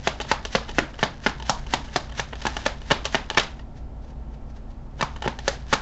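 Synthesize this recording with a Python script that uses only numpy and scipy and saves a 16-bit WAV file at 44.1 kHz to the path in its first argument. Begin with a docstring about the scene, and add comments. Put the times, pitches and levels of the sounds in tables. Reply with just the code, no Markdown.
"""An appliance hums in a small room: wavering tones over shaped noise for the air, with cards rubbing faintly in the hand.
A deck of large cards is shuffled overhand, about four strokes a second. In each stroke a packet slides in on
grainy noise, slaps onto the ringing deck, and card edges tick as the next packet is lifted.
After some three and a half seconds the strokes pause while the deck is turned and slips in the palm; then they resume.
A diffuse echo follows every card sound, and the close microphone rounds the loudest peaks."""
import sys
import numpy as np
from scipy import signal
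from scipy.fft import rfft, irfft
from scipy.io import wavfile

SR = 44100
rng = np.random.default_rng(int(sys.argv[2]) if len(sys.argv) > 2 else 0)


def generate_wav(sig):
    """Save sig (samples, or channels by samples) to the path in sys.argv[1] as 16-bit PCM at SR."""
    pcm = np.round(np.clip(np.atleast_2d(sig).T, -1, 1) * 32767).astype(np.int16)
    wavfile.write(sys.argv[1], SR, pcm)


N = 256529

# Levels of slaps, ticks, slides, turns and handling are set before the trim of their function.
# steady air rumble, a relative spectrum: (frequency [Hz], density [dB per Hz])
AIR_SPECTRUM = [(12, -10.5), (21, 1.5), (31, -1.5), (42, 0), (53, -1.5), (105, -18), (135, -8.5),
                (190, -21), (260, -20), (440, -25.5), (760, -25), (1500, -39.5), (2600, -47), (7800, -58)]
AIR_DB = -38
# the appliance's tones: (frequency [Hz], mean level [dB])
HUM_TONES = [(59.2, -41.5), (88.5, -51), (120, -56), (140, -54), (220.9, -53), (258.2, -56.5), (592, -71.5),
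             (759, -68), (915, -66), (1346, -70)]
# fingers shifting on the cards, resting while the deck is turned: (time [s], level [dB])
HANDLING_LEVELS = [(0, -50), (.6, -51), (1.17, -52.5), (1.75, -48.5), (2.3, -53), (2.58, -39.5),
                   (2.78, -52.5), (3.55, -54.5), (3.66, -71), (4.9, -76), (5.0, -55), (5.82, -51)]
# sliding friction, a relative spectrum: (frequency [Hz], density [dB per Hz])
FRICTION_SPECTRUM = [(200, 2.5), (450, -4), (880, 0.5), (1200, -2.5), (1700, 6), (2300, -1.5), (3000, 0),
                     (4500, -3.5), (6200, -4.5), (7800, -14.5)]
# colour of the room's echo before its random lumps and wet level: (frequency [Hz], level [dB])
WALL_COLOUR = [(100, -15.5), (230, 2), (420, -6), (700, -0.5), (1200, 0), (2200, -4), (4000, 2),
               (7500, -4.5)]
# packets landing: (time [s], time over which the cards land [s], note of the cupped air [Hz],
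# slap level [dB], brightness [dB per octave], level of the slide that leads in [dB])
PACKETS = [(0.0727, 0.004, 650, -19.5, 0.5, -37), (0.3144, 0.0045, 850, -19, 0.65, -32.5),
           (0.5509, 0.0047, 539, -19, -.4, -34.5), (0.7842, 0.0054, 1484, -18, -.4, -37.5),
           (1.029, 0.009, 644, -21.5, -2.25, -37), (1.2629, 0.0065, 1474, -20, -1, -36),
           (1.4953, 0.0013, 838, -16.5, 2.64, -35.5), (1.7368, 0.0023, 766, -18.5, 2.1, -35),
           (1.9601, 0.0029, 727, -20, 1.5, -37), (2.1959, 0.0041, 1740, -26, 1.7, -35),
           (2.453, 0.0026, 940, -26, -0.6, -45), (2.4669, 0.0037, 836, -24.5, 1.5, -44.5),
           (2.6624, 0.0042, 576, -21, 1.2, -41.5), (2.9097, 0.0064, 580, -20.5, 0, -39.5),
           (2.9164, 0.0047, 1104, -20.5, 0.4, -49), (3.1458, 0.0081, 670, -22, -0.5, -38),
           (3.374, 0.01, 1068, -19, 1.1, -41), (5.01, 0.0053, 950, -27.5, 1.8, -50),
           (5.0262, 0.0033, 1080, -22.5, -0.4, -55), (5.2603, 0.0023, 362, -31.5, -4, -50),
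           (5.2765, 0.0047, 850, -26, -1.7, -55), (5.479, 0.0024, 554, -18.5, 2.35, -40),
           (5.7275, 0.0023, 1100, -19, 1.3, -41.5), (5.733, 0.0049, 1340, -19.5, 2.2, -48)]
# the deck slips in the palm as it is turned: (time [s], level [dB])
PALM_SLIPS = [(3.59, -57), (3.78, -57), (4.04, -62), (4.1, -59.5), (4.34, -60.5), (4.5, -59), (4.57, -57.5),
              (4.71, -61.5)]
# every packet slides in for the same time, and runs on a moment after touching down
SLIDE_LEAD_S, SLIDE_OVERRUN_S, TURN_LEAD_S = 0.05, 0.007, 0.039
# modes of the deck in the hand, before grip and damping: (frequency [Hz], width [Hz], level [dB])
DECK_MODES = [(142.3, 97, 6.5), (228, 78, 1.5), (390, 160, -2), (561, 67, -2), (650, 91, -5.5),
              (860, 122, 2), (1120, 120, -9.5), (1423, 640, -6.5), (1774, 152, 0), (2138, 210, -6.5),
              (2785, 480, -7), (3520, 2600, -2), (4610, 430, -7.5), (5550, 890, -2.5)]
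# a packet's registers are thud, knock, clap and snap: (edge [Hz]), then (usual offset [dB])
SLAP_EDGES = [120, 400, 1200, 3000, 8000]
SLAP_OFFSETS = [-4, 1.82, 0, -9.5]
# a loose packet, whose cards land one after another, claps more; a tight one traps more air and sounds its note
USUAL_LANDING_S, CLAP_DB_PER_DOUBLING = 0.0043, 6.5
CUPPED_DB, CUPPED_LOSS_DB_PER_DOUBLING = -12.5, 3
# card edges catching and flicking: (time [s], length [s], level [dB], brightness [dB per octave])
EDGE_TICKS = [(0.2011, 0.0028, -32.5, -2), (0.212, 0.0035, -33, 2.5), (0.248, 0.004, -47, -5),
              (0.451, 0.0029, -30.5, 1.7), (0.676, 0.028, -39.5, 0), (0.692, 0.0015, -38, -0.7),
              (0.711, 0.0047, -44.5, 2.5), (0.94, 0.0034, -47.5, -1), (0.991, 0.0021, -38.5, -1.5),
              (1.294, 0.0022, -40, 3.5), (1.4005, 0.00071, -42, -1.5), (1.424, 0.0013, -39, 0.5),
              (1.6657, 0.0049, -44.5, -0.5), (1.87, 0.021, -47.5, -2), (2.095, 0.0048, -48, -0.5),
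              (2.116, 0.0093, -45, -0.5), (2.327, 0.0087, -39.5, -4), (2.355, 0.0024, -44.5, 1),
              (2.4174, 0.0058, -38.5, 2.3), (2.567, 0.0025, -29.5, 0), (2.655, 0.0038, -35.5, 1.5),
              (2.817, 0.0022, -46.5, 0.3), (2.904, 0.0013, -31.5, -2), (3.045, 0.0024, -41.5, 1.5),
              (3.0537, 0.0012, -26, 2.5), (3.0588, 0.0058, -34, 1), (3.301, 0.00048, -28, 2.1),
              (3.31, 0.0014, -45.5, -9), (3.3463, 0.0036, -37, 0), (3.37, 0.0034, -30, 0.5),
              (3.392, .002, -37.5, -1), (3.397, 0.0028, -24.5, 3), (3.433, 0.0021, -38, 4),
              (3.594, 0.003, -50, -2), (4.993, 0.0086, -49, -7), (5.1613, 0.0053, -43, -1.5),
              (5.222, .0038, -33.5, -1), (5.239, 0.0093, -38.5, -3.5), (5.251, .0062, -38, -2.5),
              (5.389, 0.0015, -37.5, 1)]
# an edge's registers, low to high: (edge [Hz]), then (usual offset [dB])
TICK_EDGES = [350, 1400, 3500, 8000]
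TICK_OFFSETS = [2.3, -3.5, -6.5]
TICK_RING_HZ = 3000  # note of a single bent card
CUTOFF_HZ = 8500


def from_db(db):
    """Decibels to gain."""
    return 10 ** (np.asarray(db) / 20)


def rms_one(x):
    """Scale to an rms of one."""
    return x / np.sqrt(np.mean(x ** 2) + 1e-20)


def unit_energy(x):
    """Scale to a sum of squares of one."""
    return x / np.sqrt(np.sum(x ** 2) + 1e-20)


def add(out, time_s, sound):
    """Mix a sound in at its time, cropped at the end."""
    at = max(int(time_s * SR), 0)
    out[at:at + len(sound)] += sound[:max(N - at, 0)]


def coloured(x, spectrum):
    """Filter a noise by a (Hz, dB) curve, drawn straight over log frequency."""
    hz, level_db = np.transpose(spectrum)
    bins = np.maximum(np.fft.rfftfreq(len(x), 1 / SR), 1)
    gain = from_db(np.interp(np.log(bins), np.log(hz), level_db))
    return irfft(rfft(x) * gain, len(x))


def drift(rate_hz):
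    """Random wandering with an rms of one: straight lines between random values, rate_hz values a second."""
    knots = rng.standard_normal(N // 16)
    return rms_one(np.interp(np.arange(N) / SR * rate_hz, np.arange(len(knots)), knots))


def appliance(wander_rad=0.51):
    """Motor and mains tones waver a little in phase and level over the rumble of moving air."""
    t, tones = np.arange(N) / SR, 0
    for hz, level_db in HUM_TONES:
        phase = 2 * np.pi * (hz * t + rng.random()) + wander_rad * drift(5.9)
        wavering_db = level_db + drift(2.1)
        tones = tones + from_db(wavering_db) * np.sqrt(2) * np.sin(phase)
    air = rms_one(coloured(rng.standard_normal(N), AIR_SPECTRUM))
    return tones + from_db(AIR_DB) * air


def handling(gain_db=-2.0, catches_per_s=220, catch_db=-2.0, grip_db=4.5):
    """Cards rub faintly in the fingers as unsteady friction noise, with tiny random catches of their edges."""
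    time_s, level_db = np.transpose(HANDLING_LEVELS)
    catches = (rng.random(N) < catches_per_s / SR) * rng.standard_normal(N)
    rub = rng.standard_normal(N) * from_db(grip_db * drift(79))
    mixed = rms_one(rub) + from_db(catch_db) * rms_one(catches)
    rustle = rms_one(coloured(mixed, FRICTION_SPECTRUM))
    course_db = np.interp(np.arange(N) / SR, time_s, level_db)
    return from_db(gain_db + course_db) * rustle


def room(x, wet_db=-8.5, t60_low=0.32, t60_high=0.23, gap_s=0.0018, build_s=0.00091, lumpy_db=2.0):
    """Cards radiate differently to every wall, so the echo is diffuse: each band's energy builds up and dies away."""
    edges, out = np.geomspace(110, 9000, num=17), 0
    white = rng.standard_normal((2, N))
    for k in range(len(edges) - 1):
        hz = np.sqrt(edges[k] * edges[k + 1])
        band = signal.butter(2, edges[k:k + 2], "band", fs=SR, output="sos")
        power = signal.sosfilt(band, x) ** 2
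        energy = np.interp(np.arange(N) - gap_s * SR, np.arange(N), power, left=0)
        # the treble dies away sooner
        t60 = np.interp(hz, [500, 6000], [t60_low, t60_high])
        build_keep = np.exp(-1 / (build_s * SR))
        decay_keep = np.exp(-2 * np.log(1000) / (t60 * SR))
        for keep in (build_keep, decay_keep):
            energy = signal.lfilter([1 - keep], [1, -keep], energy)
        colour_db = np.interp(hz, *np.transpose(WALL_COLOUR)) + lumpy_db * drift(200)
        # neighbouring bands take separate noises
        noise = rms_one(signal.sosfilt(band, white[k % 2]))
        out = out + from_db(colour_db) * np.sqrt(energy) * noise
    return from_db(wet_db) * out


def slides(gain_db=0.9, rise=0.87, stop_s=0.012, grain_db=1.0, grip_db=2.5):
    """Friction swells as a packet gathers speed and dies once it lands; the faces stick and slip in fine grains."""
    t, speed = np.arange(N) / SR, np.zeros(N)
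    moves = [(time_s, SLIDE_LEAD_S, level_db) for time_s, *_, level_db in PACKETS]
    moves += [(time_s, TURN_LEAD_S, level_db) for time_s, level_db in PALM_SLIPS]
    for time_s, lead_s, level_db in moves:
        start, end = time_s - lead_s, time_s + SLIDE_OVERRUN_S
        swell = np.clip((t - start) / lead_s, 0, 1) ** rise
        stop = np.exp(-np.clip((t - end) / stop_s, 0, 20))
        speed += from_db(level_db) * swell * stop
    unevenness_db = grain_db * drift(1000) + grip_db * drift(120)
    grains = rng.standard_normal(N) * from_db(unevenness_db)
    return from_db(gain_db) * speed * rms_one(coloured(grains, FRICTION_SPECTRUM))


def resonance(force, hz, width_hz):
    """A two-pole band-pass mode with a gain of about one at its centre."""
    r = np.exp(-np.pi * width_hz / SR)
    poles = [1, -2 * r * np.cos(2 * np.pi * hz / SR), r * r]
    return signal.lfilter([(1 - r * r) / 2, 0, (r * r - 1) / 2], poles, force)


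def deck(force, damping, grip=0.056, touch_db=1.0):
    """Contacts ring the broad, quickly dying modes of the stack; each new grip shifts and reweights them."""
    out = 0
    grips = rng.standard_normal((len(DECK_MODES), 2))
    for (hz, width_hz, level_db), (shift, weight) in zip(DECK_MODES, grips):
        # the lower modes shift less
        held_hz = hz * np.exp(grip * shift * min(hz / 1500, 1))
        mode = resonance(force, held_hz, width_hz * damping)
        out = out + from_db(level_db + touch_db * weight) * mode
    return out


def registers(edges, usual_db, level_db, brightness):
    """Level of each register: a harder, more edge-on contact tilts them towards the treble."""
    octaves = np.log2(np.multiply(edges[:-1], edges[1:])) / 2
    return level_db + np.array(usual_db) + brightness * (octaves - octaves.mean())


def contact(length, ring_hz, band_db, edges, first, first_hz, settle_s, settle_db, damping, ring_db,
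            cards_per_s=3500, ring_q=14.0):
    """The leading card hits, the others follow within the length, then the stack settles."""
    t = np.arange(SR // 16) / SR
    chance, size = rng.random(len(t)), rng.standard_normal(len(t))
    settling = from_db(settle_db) * np.exp(-np.maximum(t - length, 0) / settle_s)
    landing = np.where(t < length, np.sqrt(t / length), settling)
    followers = unit_energy(size * (chance < cards_per_s / SR) * landing)
    # the leading pulse is rounded: a slap's card lands on a cushion of air and sounds duller than a tick's edge
    soften = signal.butter(2, min(first_hz, SR / 4), fs=SR, output="sos")
    leader = signal.sosfilt(soften, first * (t == 0))
    force = leader + followers
    # the stack rings; the bent cards and the air cupped between them add one note of their own
    note = unit_energy(resonance(force, ring_hz, ring_hz / ring_q))
    ringing = unit_energy(deck(force, damping)) + from_db(ring_db) * note
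    # grip and angle decide how much of each register sounds
    out = 0
    for k, level_db in enumerate(band_db):
        band = signal.butter(2, edges[k:k + 2], "band", fs=SR, output="sos")
        part = unit_energy(signal.sosfilt(band, ringing))
        # levels count as rms over 10 ms; neighbouring registers take opposite signs
        out = out + (-1) ** k * from_db(level_db) * part * np.sqrt(SR / 100)
    return out


def slaps(gain_db=-1.5):
    """Whole packets land flat on the deck: a cushion of air thuds first, then the cards clap together."""
    out = np.zeros(N)
    for time_s, length, ring_hz, level_db, brightness, _ in PACKETS:
        looseness = np.log2(length / USUAL_LANDING_S)  # doublings of the usual landing time
        clap_db = CLAP_DB_PER_DOUBLING * looseness * np.array([0, 0, 1, 0])
        cupped_db = CUPPED_DB - CUPPED_LOSS_DB_PER_DOUBLING * looseness
        band_db = registers(SLAP_EDGES, SLAP_OFFSETS, level_db, brightness) + clap_db
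        slap = contact(length, ring_hz, band_db, SLAP_EDGES, first=1.35, first_hz=2180,
                       settle_s=0.0045, settle_db=-6, damping=0.77, ring_db=cupped_db)
        add(out, time_s, slap)
    return from_db(gain_db) * out


def ticks(gain_db=-0.5, snap_s=0.006):
    """Single edges catch and let go: short ones snap with a strong first pulse, long ones scrape."""
    out = np.zeros(N)
    for time_s, length, level_db, brightness in EDGE_TICKS:
        snap = np.exp(-length / snap_s)
        band_db = registers(TICK_EDGES, TICK_OFFSETS, level_db, brightness)
        tick = contact(length, TICK_RING_HZ, band_db, TICK_EDGES, first=snap, first_hz=6160,
                       settle_s=0.003, settle_db=-4.5, damping=0.61, ring_db=-6.5)
        add(out, time_s, tick)
    return from_db(gain_db) * out


def scene():
    """Cards, their room and the hum, on one channel."""
    cards = slaps() + ticks() + slides() + handling()
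    return (cards + room(cards) + appliance())[None]


def record(dry):
    """The close microphone rounds off the loudest peaks, and the top is cut steeply."""
    ceiling = 0.58
    rounded = dry / (1 + (dry / ceiling) ** 4) ** (1 / 4)
    top_cut = signal.cheby2(14, 55, CUTOFF_HZ, fs=SR, output="sos")
    return signal.sosfilt(top_cut, rounded)


dry = scene()
out = record(dry)
generate_wav(out)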